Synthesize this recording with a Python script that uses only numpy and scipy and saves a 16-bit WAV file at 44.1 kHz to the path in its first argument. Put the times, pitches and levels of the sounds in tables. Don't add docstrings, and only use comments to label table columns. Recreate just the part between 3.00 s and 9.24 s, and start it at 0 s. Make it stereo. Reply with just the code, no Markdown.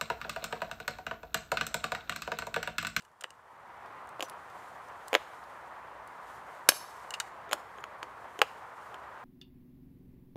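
import sys
import numpy as np
from scipy import signal
from scipy.fft import rfft, irfft
from scipy.io import wavfile
from scipy.ndimage import uniform_filter1d

SR = 44100
rng = np.random.default_rng(int(sys.argv[2]) if len(sys.argv) > 2 else 0)


def volts(x):
    e = np.asarray(x, float) / 20
    return 10 ** e


def waveform_to_disk(signal):
    frames = np.transpose(np.atleast_2d(signal))
    scaled = np.clip(frames, -1, 1) * 32767
    samples = np.round(scaled).astype(np.int16)
    wavfile.write(sys.argv[1], SR, samples)


N = 275184

# [f/Hz, bandwidth/Hz, level/dB]
BODY = [(1437.1, 220, -1), (1648.1, 180, -1), (2087.9, 1000, -9.5), (2600, 370, -1.5), (3000, 450, 5.5),
        (3248.6, 980, -12.5), (2200, 2400, -1)]
# [f/Hz, bandwidth/Hz, level/dB]
STEEL = [(4600, 400, -12), (5420, 260, -6), (6280, 400, -10), (7100, 400, -12), (8200, 400, -11),
         (8550, 350, -9), (10400, 450, -11), (11170, 350, -7), (12400, 500, -13), (13570, 450, -13)]
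# [f/Hz, bandwidth/Hz, level/dB]
CRACK = [(4933, 3659.5, -3), (7499.7, 3600, -7), (9316.7, 3000, -4), (12098, 2982.7, -5.5),
         (14310, 2500, -13)]


def read(points, hz):
    f, value = np.transpose(points)
    return np.interp(np.log(hz + 1), np.log(f + 1), value)


def add(mix, s, sound):
    part = mix[round(s * SR):][:len(sound)]
    part += sound[:len(part)]


def air_db(steady_db, name, gusts=()):
    fade_in_s = (0.1701, 0.86813)
    fade_db = {"traffic": -14, "leaves": -8, "rumble": -9}
    t = np.arange(N) / SR
    swell = sum(db * np.exp(-((t - s) / half) ** 2) for s, half, db in gusts)
    return steady_db + np.interp(t, fade_in_s, (fade_db[name], 0)) + swell


def rumble():
    # [f/Hz, level/dB per Hz]
    rumble_density = [(20, -31), (40, -22.5), (62, 1.5), (78, -6), (120, -1.5), (170, -9), (230, -13.5),
                      (400, -37.5)]
    shape = volts(read(rumble_density, np.fft.rfftfreq(N, 1 / SR)))
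    common, difference = irfft(rfft(rng.standard_normal((2, N))) * shape, N)
    pair = np.array([common + .07 * difference, common - .07 * difference]) / common.std()
    return volts(air_db(-70, "rumble") + 2.0) * pair


def hiss(shape, level_db, band_hz, patchy_db, flicker_db):
    # [f/Hz, coherence/1]
    coherence = [(60, 0.98635), (130, 0.94), (290, 0.9867), (640, 0.9808), (1410, 0.96028), (3100, 0.66),
                 (6820, 0.62), (15000, 0.24)]
    frames, hz = N // 256 + 5, np.fft.rfftfreq(1024, 1 / SR)
    a, b, c, d, patches = rng.standard_normal((frames, 513, 5)).T
    patches = uniform_filter1d(uniform_filter1d(patches, size=12, axis=0), size=10, axis=1)
    flicker = uniform_filter1d(rng.standard_normal(frames), size=4) * 2
    same = np.clip(read(coherence, hz), -1, 1)[:, None]
    left = a + 1j * b
    right = same * left + np.sqrt(1 - same ** 2) * (c + 1j * d)
    power = volts(read(shape, hz)) ** 2 * (hz < shape[-1][0])
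    power /= power[(hz > band_hz[0]) & (hz < band_hz[1])].sum()
    z = np.array([left, right]) * np.sqrt(power)[:, None]
    z *= volts(patchy_db * patches / patches.std() + flicker_db * flicker)
    noise = signal.istft(z, nperseg=1024, noverlap=768)[1][:, :N]
    return volts(level_db) * noise * 0.63657


def traffic():
    # [f/Hz, level/dB per Hz]
    traffic_density = [(100, -48.5), (170, -20), (270, -16.5), (300, -18.5), (398, -11.5), (435, -12),
                       (469, -10.5), (544, -8.5), (1000, -1.5), (1900, -12.5), (2530, -21.5), (6000, -42),
                       (7800, -64.5), (13200, -120)]
    level_db = air_db(-42.5, "traffic")
    return hiss(traffic_density, level_db, band_hz=(500, 1800), patchy_db=0.7267, flicker_db=0.8586)


def leaves():
    # [f/Hz, level/dB per Hz]
    leaf_density = [(1500, -33.5), (3000, 2), (5000, -2), (7000, 0), (8600, -1), (10000, -3.5), (13000, -6),
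                    (15300, -8), (15750, -34)]
    # [middle t/s, half length/s, level over calm/dB]
    gusts = [
        (0.018, 0.0829, 7),
        (1.603, 0.1875, 6.5),
        (2.245, 0.348, 6),
        (3.317, 0.09355, 8),
        (3.535, 0.06953, 5.5),
        (3.958, .3, 9),
        (5.456, 0.2016, 5),
        (5.849, 0.1084, 5.5),
    ]
    level_db = air_db(-68.5, "leaves", gusts)
    return hiss(leaf_density, level_db, band_hz=(5000, 15000), patchy_db=.6, flicker_db=1.1)


def woods(x, near_db=-16, far_db=-28, rise_s=0.053):
    # [f/Hz, t60/s]
    decay = [(500, 0.11), (2000, 0.32), (5000, 0.61), (9000, .45), (15000, 0.46)]
    taps = np.zeros((2, SR))
    at = np.arange(100, SR - 20, 20) + rng.integers(0, 20, (2, (SR - 101) // 20))
    np.put_along_axis(taps, at, rng.choice([-1., 1.], at.shape), 1)
    taps[1] = .85 * taps[0] + .53 * taps[1]
    t = np.arange(SR) / SR
    near = taps * volts(-60 * t / 0.082)
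    hz, frame_s, z = signal.stft(taps, SR, nperseg=256)
    z = z * volts(-60 * frame_s / read(decay, hz)[:, None])
    far = signal.istft(z, SR, nperseg=256)[1][:, :SR]
    grove_s, grove_db = .07, 3
    grove = volts(grove_db * np.exp(-((t - grove_s) / 0.015) ** 2))
    far = far * np.clip(t / rise_s, 0, 1) ** 2 * grove
    tail = volts(near_db) * near / np.linalg.norm(near[0]) + volts(far_db) * far / np.linalg.norm(far[0])
    return signal.fftconvolve(x[None], tail, axes=1)[:, :N]


def ring(drive, modes, peak_db, band_hz, detune=.012):
    t = np.arange(2600) / SR
    luck = rng.standard_normal((len(modes), 2)) * (2, detune)
    response = np.zeros(len(t))
    for (hz, width, db), (luck_db, shift) in zip(modes, luck):
        decay = np.exp(-np.pi * width * t)
        response += volts(db + luck_db) * np.sqrt(width) * decay * np.sin(2 * np.pi * hz * (1 + shift) * t)
    radiated = signal.butter(3, band_hz, "band", fs=SR, output="sos")
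    out = signal.sosfilt(radiated, signal.fftconvolve(drive, response))
    return volts(peak_db) * out / abs(out).max()


def chatter(lead_ms, die_ms, blow=2.5):
    ms = np.arange(700) / SR * 1000 - lead_ms
    envelope = np.where(ms < 0, 1.2 * np.exp(ms / 0.96), np.exp(-abs(ms) / max(die_ms, .1)))
    grit = rng.standard_normal(700) * (rng.random(700) < .35)
    return envelope * grit + blow * np.sinc(ms * SR / 1000)


def squeak(length, hz, tone_db, scrape_db):
    size = round(length * SR)
    waver = uniform_filter1d(rng.standard_normal(size), size=40)
    turns = np.cumsum(hz * (1 + .08 * (waver - waver.mean()))) / SR
    tone = np.sqrt(2) * (np.sin(2 * np.pi * turns) + .15 * np.sin(4 * np.pi * turns))
    band = signal.butter(1, [2200 / SR * 2, 11000 / SR * 2], "band")
    grit = signal.lfilter(*band, rng.standard_normal(size))
    envelope = signal.windows.tukey(size, .3) * volts(np.linspace(3, -7, size))
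    return (volts(tone_db) * tone + volts(scrape_db) * grit) * envelope


def tick(db, hz, ms):
    return ring(chatter(0.7931, ms, blow=1.0), CRACK + [(hz, 600, 0)], db, band_hz=(1800, 15500))


def pawl(wheel_db, pawl_db, ms):
    # [f/Hz, bandwidth/Hz, level/dB]
    wheel_modes = [(1400, 48.3, -9), (1666, 218.7, -0.5), (2000, 333, -10), (2853.6, 121.6, 3.5),
                   (3665.3, 431, -5), (4522, 481, -14.5), (2650, 1597, -22)]
    # [f/Hz, bandwidth/Hz, level/dB]
    pawl_modes = [(5265.4, 219.2, -7), (6587.4, 301, -0.5), (7509.3, 593.5, 10), (8509.7, 280, 7),
                  (10420, 550, -21.5), (13643, 530, -8.5)]
    drive = chatter(.3, ms, blow=2.5765)
    wheel = ring(drive, wheel_modes, wheel_db, band_hz=(1100, 6000))
    return wheel + ring(drive, pawl_modes + CRACK, pawl_db, band_hz=(3800, 15500))


def release(body_db, frame_db, steel_db):
    # [f/Hz, bandwidth/Hz, level/dB]
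    free_jaws = [(5420, 70, -4), (8540, 120, -12), (11170, 120, -10)]
    # [f/Hz, bandwidth/Hz, level/dB]
    frame_modes = [(130, 120, -31), (228.6, 140, -21), (369.78, 140, -4.5), (560.5, 110, 4.5),
                   (752.4, 970, -5.5)]
    slam_ms = 2.2
    front = chatter(.3, 1.8954, blow=2.2)
    rear = np.roll(chatter(0.22, slam_ms, blow=1.1), 75)
    steel_modes = STEEL + CRACK + free_jaws
    steel = ring(front + 0.52 * rear, steel_modes, steel_db - 0.5, band_hz=(3500, 13000), detune=.002)
    body_drive = chatter(0.33, slam_ms, blow=1.6)
    body = ring(body_drive, BODY + [(1696, 370, 7)], body_db - 2.5, band_hz=(900, 4500))
    frame = ring(chatter(0.1, 0.95, blow=4.5), frame_modes, frame_db + 14.0, band_hz=(150, 1300))
    return body + steel + frame


def knock(body_db, sole_db, steel_db, body_hz):
    # [f/Hz, bandwidth/Hz, level/dB]
    sole_modes = [(340, 50, -7), (450, 60, -6), (525, 50, -3), (610, 50, 0), (700, 60, -2), (810, 110, -5),
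                  (1000, 250, 1)]
    steel_modes = STEEL + CRACK + [(6900, 450, 6.5)]
    steel = ring(chatter(1.2, 2.5, blow=1.3), steel_modes, steel_db - 4.5, band_hz=(4200, 15000))
    body_modes = BODY + [(body_hz, 800, 11)]
    body = ring(chatter(1.2, 1.4, blow=6.938), body_modes, body_db, band_hz=(1000, 4500))
    sole = ring(chatter(0.15, 8.8, blow=6.9), sole_modes, sole_db + 2.0, band_hz=(330, 1200))
    return body + sole + steel


def scene():
    # [t/s, body peak level/dB, sole peak level/dB, steel peak level/dB, loudest body f/Hz]
    knocks = [(0.2221, -40, -49, -59, 1400), (0.2412, -20, -42, -50, 2200),
              (1.1947, -32.5, -32.5, -42, 1200), (1.2058, -19.5, -36, -30, 2803),
              (1.2245, -20.5, -30.5, -24, 3290), (1.2282, -30.5, -34.5, -49, 1420),
              (2.1295, -15.5, -21, -27, 2490), (2.1405, -15, -29, -24.5, 2758),
              (2.15, -2, -18.5, -19, 2000), (3.7193, -20.5, -32, -40, 1400), (4.4922, -43, -45, -50, 1310),
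              (4.5119, -25, -35, -36, 2320), (4.5214, -24, -30, -30, 1847),
              (4.5298, -11.5, -25, -13.5, 1323), (4.5466, -44.5, -45, -56.5, 1730),
              (4.784, -37, -42.5, -56, 1331), (4.8389, -24.5, -42.5, -36.5, 1328),
              (5.0283, -22, -40, -34, 1283), (5.3901, -25.5, -33, -30, 2420),
              (5.4161, -2, -18.5, -13.5, 3000), (5.9426, -32.5, -45.5, -44.5, 1260)]
    # [t/s, body peak level/dB, frame peak level/dB, steel peak level/dB]
    releases = [
        (3.689, -1, -29.5, 1.5),
    ]
    # [t/s, wheel peak level/dB, pawl peak level/dB, chatter/ms]
    pawls = [
        (0.0034, -55.5, -68.5, 2.577),
        (0.0074, -53.5, -54, 3.94),
        (0.0214, -51.5, -52, 4.22),
        (0.0498, -51.5, -50, 2.473),
        (0.2093, -41.5, -35.5, 4.493),
        (0.238, -36, -33.5, 2.754),
        (0.3052, -43.5, -40, 1.1374),
        (4.1063, -32, -26, 1.649),
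        (4.139, -24, -32.5, 6.99),
        (4.2006, -21.5, -19, 3.412),
    ]
    # [t/s, peak level/dB, f/Hz, chatter/ms]
    ticks = [(0.1154, -63, 6430, 1.604), (0.8596, -52.5, 5174, 1.589), (1.073, -48.5, 8860, 1.6),
             (1.0909, -45, 8210, 1.61), (1.297, -31, 10960, 1.964), (1.4994, -50.5, 5210, 1.605),
             (1.8851, -49.5, 6008, 1.573), (2.0756, -46, 6620, 0.87), (2.0815, -33, 8119, 2.065),
             (2.4395, -49.5, 4992, 1.62), (3.0747, -44.5, 9470, 1.937)]
    # [t/s, length/s, f/Hz, tone rms level/dB, scrape rms level/dB]
    squeaks = [
        (1.236, 0.04213, 5950, -57, -63.5),
        (1.229, .034, 2750, -66, -51),
        (1.282, 0.01684, 5200, -67.5, -56),
        (4.513, 0.00857, 6900, -46.5, -60),
        (3.687, .0015, 8400, -60.5, -36.5),
        (4.775, 0.0124, 6497, -66.5, -67),
        (4.804, 0.01089, 7000, -65.5, -65),
    ]
    # [f/Hz, phase/rad]
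    lead = [(500, 0.03), (4000, 0.11), (8000, 0.25), (12000, 0.69), (16000, 1.5)]
    bike, snap = np.zeros((2, N))
    for table, source in ((knocks, knock), (pawls, pawl), (ticks, tick), (squeaks, squeak)):
        for s, *settings in table:
            add(bike, s, source(*settings))
    s, *settings = releases[0]
    add(snap, s, release(*settings))
    turn = np.exp(.5j * read(lead, np.fft.rfftfreq(N, 1 / SR)))
    direct = irfft(rfft(bike + snap) * np.array([turn, 1 / turn]), N)
    echo = woods(bike + volts(5.0) * snap)
    return direct + echo + traffic() + leaves() + rumble()


def roll_off(x):
    return signal.sosfilt(signal.butter(12, 16530, fs=SR, output="sos"), x)


def record(dry):
    # [f/Hz, level/dB]
    balance = [(60, 1.1315), (4400, 1.4859), (8100, -0.1287), (15000, 0.9934)]
    lean = volts(read(balance, np.fft.rfftfreq(N, 1 / SR)) / 2)
    x = irfft(rfft(dry) * np.array([lean, 1 / lean]), N)
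    power_db = 10 * np.log10(abs(uniform_filter1d((x ** 2).mean(0), size=200)) + 1e-12)
    fall = np.arange(N) * 240.0 / SR
    held_db = np.maximum.accumulate(power_db + fall) - fall
    over_db = np.maximum(held_db + 17, 0)
    late_db = signal.lfilter([.002], [1, -(1 - .002)], over_db)
    x = np.clip(x / volts(.45 * late_db), -.86, .86)
    x = signal.oaconvolve(x, signal.firwin(127, 15800, fs=SR)[None], "same")
    return roll_off(x)


dry = scene()
out = record(dry)
waveform_to_disk(out)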